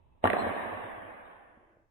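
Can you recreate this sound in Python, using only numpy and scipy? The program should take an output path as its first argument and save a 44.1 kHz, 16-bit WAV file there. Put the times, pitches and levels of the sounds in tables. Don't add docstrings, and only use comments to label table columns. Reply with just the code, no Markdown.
import sys
import numpy as np
from scipy import signal
from scipy.io import wavfile
from scipy.ndimage import uniform_filter1d

SR = 44100
rng = np.random.default_rng(int(sys.argv[2]) if len(sys.argv) > 2 else 0)


def linear_from_db(decibels):
    return 10 ** (np.asarray(decibels, float) / 20)


def unload_audio(sound):
    columns = np.transpose(np.atleast_2d(sound))
    steps = np.round(np.clip(columns, -1, 1) * 32767)
    wavfile.write(sys.argv[1], SR, steps.astype(np.int16))


N = 83790
TIME = np.arange(N) / SR
POP_S = 0.2408

# frequency in Hz, level in dB per Hz.
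AIR_COLOUR = [(12, -45.5), (20, -7.5), (103, -5.5), (168, -18.5), (793, -26), (866, -16), (1410, -38.5),
              (2630, -37.5), (4000, -44), (5200, -67.5), (8800, -120)]
# time in seconds, level in dB.
AIR_FADE = [(0.951, 14.5), (1.499, 6.5), (1.9, 4)]
# frequency in Hz, width in Hz, level in dB.
MACHINE_HUM = [
    (334, 56, -74),
    (552, 360, -72),
    (209, 73, -82.5),
    (70, 110, -75.5),
]
# frequency in Hz, likeness from -1 to 1.
LIKENESS = [(30, 1), (65, 0.36), (110, -0.31), (180, -0.012), (500, -0.023), (1500, -0.099), (4000, 0.041)]
# frequency in Hz, left over right in dB.
SIDE_LEAN = [(60, -2), (240, -7), (950, -0.5), (3770, 0), (15000, -1)]
# frequency in Hz, level in dB per Hz.
ROOM_COLOUR = [(15, -41.5), (25, -15.5), (96, -14), (153, -12), (216, -5.5), (401, -7.5), (683, -3.5),
               (1670, -8.5), (4100, -28.5), (5330, -56), (9020, -120)]
# frequency in Hz, width in Hz, boost in dB (negative for a
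ROOM_BANDS = [(232, 35, 1.5), (644, 260, 4), (1175, 120, 4.5), (1332, 180, -7.5), (1696, 310, 1.5),
              (154, 140, 0.5)]
# frequency in Hz, time to fall 60 dB in seconds.
ROOM_T60 = [(60, 2), (250, 2.285), (700, 2.597), (1500, 3.04), (3000, 2.58), (4000, 1.81)]
# frequency in Hz, spread in dB.
LINE_SPREAD = [(100, 3), (700, 1), (1500, 3), (2500, 3), (4000, 6.5)]
# frequency in Hz, share of the time from 0 to 1.
DROPOUTS = [(2400, .001), (2800, 0.049), (3500, 0.16), (3850, 0.39), (4000, 0.32)]
# start in seconds, level in dB, frequency in Hz, time to fall 60 dB in seconds.
CAP_TICKS = [
    (1.5717, -53, 233, 0.066),
    (1.574, -52, 516, .014),
    (1.5745, -56, 800, .012),
    (1.5885, -58, 600, .012),
    (1.7697, -46, 430, 0.009),
    (1.7687, -49, 600, 0.011),
]
# centre in seconds, level in dB, frequency in Hz, half length in seconds.
TUBE_SWELLS = [
    (0.256, -39, 95, 0.031),
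    (0.33, -51, 92, 0.01),
    (0.44, -49, 103, 0.02),
    (0.486, -49.5, 92, 0.027),
    (0.67, -57.5, 95, 0.013),
    (0.745, -55, 98, 0.026),
    (0.85, -55, 105, 0.018),
    (0.982, -58.5, 100, 0.013),
    (1.07, -66.5, 100, 0.068),
    (1.22, -70, 92, 0.025),
]
# frequency in Hz, level in dB, time to fall 60 dB in seconds,
# left over right in dB.
TUBE_THUMP = [
    (261.7, -30.5, 0.16, -4),
    (357, -39, 0.14, -3.5),
    (461, -30.5, .15, -10),
    (204, -41, 0.18, 1),
    (705.5, -28, 0.047, -0.5),
    (826, -39.5, 0.087, 7.5),
    (1153, -33.5, 0.29, 9.5),
]
# start in seconds, level in dB, left over right in dB,
# delay of left behind right in milliseconds, pitch in Hz.
SLAPS = [(.2410, -5, -.5, .4, 720), (.2549, -15, 0, .1, 1100), (.2555, -13, 14, 0, 860),
         (.2553, -19, -12, 0, 1250), (.2581, -17, 7, .2, 1150), (.2648, -18, 3, .3, 720),
         (.2747, -12, 3, -1.7, 1700), (.2760, -19, 3, -.5, 1100), (.2775, -21, 0, .1, 700),
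         (.3021, -16, -8, 1.4, 2000), (.3028, -23, -6, 1.2, 600), (.3061, -27, -5, .6, 620),
         (.3328, -18, -3, 1.2, 1800), (.3340, -17, -2, .1, 500), (.3380, -20, 0, .2, 540),
         (.3390, -24, 0, .2, 1030), (.3665, -18, 1, -1.5, 700), (.3675, -25, 1, -.5, 1150),
         (.3880, -25, 3, .2, 900), (.3930, -20, -3, .8, 720), (.3990, -25, -2, .5, 640),
         (.4430, -23, 0, .5, 740), (.4510, -23, -2, .5, 680), (.4670, -24, 1, .3, 480),
         (.4725, -25, 1, 1.1, 560), (.4920, -26, 1, .1, 660), (.5020, -27, 2, .1, 1150),
         (.5380, -27, -1, .1, 620), (.5650, -27, 0, .1, 720), (.6580, -28, -1, .1, 670),
         (.7300, -30, 0, .1, 720)]
SLAP_SIGNS = [-1, -1, 1, 1, 1, 1, -1, -1, 1, -1, -1, 1, 1, -1, 1, 1, -1, 1, 1, -1, 1, 1, -1, -1, 1, 1, -1,
              1, -1, 1, -1]
# frequency in Hz, level in dB, decay in seconds.
RIM_SNAP = [
    (1150, -22.5, 0.0012),
    (1680, -22.5, 0.00078),
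    (2070, -25, 0.00081),
    (2820, -26, 0.0018),
]
# time in seconds, level in dB.
CLOSING_FADE = [(.95, 5), (1.301, 4.5), (1.598, 0), (1.72, -3.5), (1.82, -7), (1.9, -18)]


def evened(x):
    return x / np.sqrt(np.mean(x ** 2) + 1e-20)


def read(points, hz):
    f, value = np.transpose(points)
    return np.interp(np.log(hz + 1), np.log(f + 1), value)


def diffuse(field, size):
    hop = size // 4
    hz = np.fft.rfftfreq(size, 1 / SR)
    t = np.arange(N // hop + 2) * hop / SR
    a, b, c, d = rng.standard_normal((len(t), len(hz), 4)).T
    left, other = a + 1j * b, c + 1j * d
    same = np.clip(read(LIKENESS, hz), -1, 1)[:, None]
    right = same * left + np.sqrt(1 - same ** 2) * other
    z = np.array([left, right]) * linear_from_db(field(hz, t))
    z = z * linear_from_db(np.outer([0.5, -0.5], read(SIDE_LEAN, hz)))[:, :, None]
    return signal.istft(z, nperseg=size, noverlap=size - hop)[1][:, :N]


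def fuzzy(hz, width_hz):
    r = np.exp(-np.pi * width_hz / SR)
    slow = rng.standard_normal((N, 2)) @ [1, 1j]
    for _ in range(2):
        slow = signal.lfilter([1 - r], [1, -r], slow)
    return evened((slow * np.exp(2j * np.pi * hz * TIME)).real)


def ring(start, hz, t60, rise):
    t = np.maximum(TIME - start, 0)
    return np.sin(2 * np.pi * hz * t) * linear_from_db(-60 * t / t60) * (1 - np.exp(-t / rise))


def air():
    noise = evened(diffuse(lambda hz, t: read(AIR_COLOUR, hz)[:, None] + 0 * t, size=2048))
    whistle = linear_from_db(-27) * fuzzy(2620, width_hz=40)
    at, db = np.transpose(AIR_FADE)
    return linear_from_db(-78.5 + np.interp(TIME, at, db)) * (noise + whistle)


def hum():
    rise = np.clip((TIME - 1.406) / 0.11, 0, 1)
    fall = np.clip((1.923 - TIME) / 0.17, 0, 1)
    return rise * fall * sum(linear_from_db(db) * fuzzy(hz, width) for hz, width, db in MACHINE_HUM)


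def dropouts(hz, t):
    band = (hz // 65).astype(int)
    block = ((t + 0.02) // 0.0853).astype(int)
    draw = rng.random((block[-1] + 1, band[-1] + 1)).T[band][:, block]
    silent = (draw < read(DROPOUTS, hz)[:, None]) & (t > 0.4)
    top_lost = (hz[:, None] > 4030) & (t > 1.17)
    return -26.5 * (silent | top_lost)


def room():
    def field(hz, t):
        colour = read(ROOM_COLOUR, hz)
        for f, width, db in ROOM_BANDS:
            colour = colour + db * np.exp(-((hz - f) / width) ** 2)
        chance = rng.standard_normal((len(t), len(hz), 2)).T
        lines = evened(uniform_filter1d(chance[0], size=10, axis=1))
        patches = uniform_filter1d(chance[1], size=20, axis=0)
        patches = evened(uniform_filter1d(patches, size=3, axis=1))
        uneven = read(LINE_SPREAD, hz)[:, None] * lines + 0.6 * patches
        decay = -60 * np.maximum(t - POP_S, 0) / read(ROOM_T60, hz)[:, None]
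        return colour[:, None] + uneven + decay + dropouts(hz, t)

    tail = diffuse(field, size=2048)
    first = round(POP_S * SR)
    tail = tail / np.sqrt(np.mean(tail[:, first:first + 4000] ** 2))

    t = TIME - POP_S
    after = np.maximum(t, 0)
    flutter = rng.standard_normal((N, 2)).T
    flutter = flutter + flutter[::-1] * 0.5
    for _ in range(2):
        flutter = uniform_filter1d(flutter, size=300, axis=1)
    level_db = -32 - 5 * np.exp(-after / 0.2) + 0.4 * evened(flutter)
    build = (1 - np.exp(-after / 0.0028)) * linear_from_db(level_db)
    run_up = (t < 0) * linear_from_db(-42 + 1600 * np.minimum(t, 0))
    return (build + run_up) * tail


def cap():
    return sum(linear_from_db(db) * ring(s, hz, t60, rise=0.0009) for s, db, hz, t60 in CAP_TICKS)


def tube():
    drone = np.zeros(N)
    for s, db, hz, half_s in TUBE_SWELLS:
        swell = np.exp(-((TIME - s) / half_s) ** 2)
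        drone += linear_from_db(db + 1.5) * swell * np.sin(2 * np.pi * hz * (TIME - POP_S))
    thump = np.zeros((2, N))
    for hz, db, t60, pan_db in TUBE_THUMP:
        sides = linear_from_db(db + pan_db * np.array([[0.5], [-0.5]]))
        thump += sides * ring(POP_S + 0.0034, hz, t60, rise=0.0021)
    return (TIME > POP_S) * drone * linear_from_db([[-1.5], [1.5]]) - thump


def slap_body(t, hz, late_s):
    cycles = min(0.85 + 11 * late_s, 1.64)
    body = np.sin(2 * np.pi * hz * t) * np.exp(-t * hz / cycles) * (1 - np.exp(-t * hz * 6))
    c = t / 0.0006
    body = body + linear_from_db(-11) * np.e * c * (1 - c) * np.exp(-2 * c)
    for f, db, decay_s in RIM_SNAP:
        level = linear_from_db(db - 57.5 * late_s)
        body = body + level * np.sin(2 * np.pi * f * t) * np.exp(-t / decay_s)
    return body


def slaps():
    out = np.zeros((2, N))
    u = np.arange(1500) / SR
    scatter_s = 0.007
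    scatter = linear_from_db(-14) * np.exp(-u / scatter_s) / np.sqrt(scatter_s * SR / 10)
    spray = rng.standard_normal((len(SLAPS), 2, len(u)))
    for (s, db, pan_db, lag_ms, hz), sign, noise in zip(SLAPS, SLAP_SIGNS, spray):
        for side, half in enumerate((0.5, -0.5)):
            at = (s + half * lag_ms / 1000) * SR
            t = np.maximum(u - (at % 1) / SR, 0)
            body = slap_body(t, hz, s - POP_S)
            sound = body + signal.fftconvolve(body, scatter * noise[side])[:len(u)]
            start = int(at)
            out[side, start:start + len(u)] += sign * linear_from_db(db + half * pan_db) * sound * 0.75
    return signal.lfilter(*signal.butter(2, 210, "high", fs=SR), out)


def scene():
    at, db = np.transpose(CLOSING_FADE)
    fade = linear_from_db(np.interp(TIME, at, db))
    return (slaps() + room() + tube()) * fade + air() + cap() + hum()


def slow_replay(dry):
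    edge = signal.firwin(1201, 4106, window=("kaiser", 10), fs=SR)
    low = signal.oaconvolve(dry, edge[None], "same")
    low = signal.resample_poly(low, 40, 147, axis=1)
    steps = np.arange(low.shape[1])
    joined = np.array([np.interp(np.arange(4 * len(steps)) / 4, steps, side) for side in low])
    joined = np.pad(joined, ((0, 0), (0, 320)), "edge")
    return signal.resample_poly(joined, 147, 160, axis=1)[:, :N]


def thinned(x):
    hz, _, z = signal.stft(x, SR, nperseg=2048, noverlap=1024)
    bands = (abs(z[:, :1024]) ** 2).mean(0).reshape(64, 16, -1).mean(1)
    top = hz[:1024:16] > 11500
    limit = np.maximum(bands[top].max(0) * linear_from_db(2 * -7.5), linear_from_db(2 * -113.5))
    keep = np.repeat(~top[:, None] | (bands > limit), 16, axis=0)
    z = z * np.vstack([keep, keep[-1:]])
    return signal.istft(z, SR, nperseg=2048, noverlap=1024)[1][:, :N]


def gap_hiss():
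    noise = rng.standard_normal((N, 2)).T
    hiss = signal.lfilter(*signal.butter(2, (4100, 7600), "band", fs=SR), noise)
    return linear_from_db(-98.5 + 4 * (TIME - N / SR)) * evened(hiss)


def spill(dry):
    power = uniform_filter1d((dry ** 2).mean(0), size=500)
    burst = linear_from_db(-25.5) * np.maximum(power - linear_from_db(2 * -25), 0)
    return (linear_from_db(-99) + burst) * rng.standard_normal((N, 2)).T


def roll_off(x):
    return signal.sosfilt(signal.butter(12, 16480, fs=SR, output="sos"), x)


def record(dry):
    out = thinned(slow_replay(dry))
    out = out + gap_hiss() + spill(dry)
    return roll_off(out)


dry = scene()
out = record(dry)
unload_audio(out)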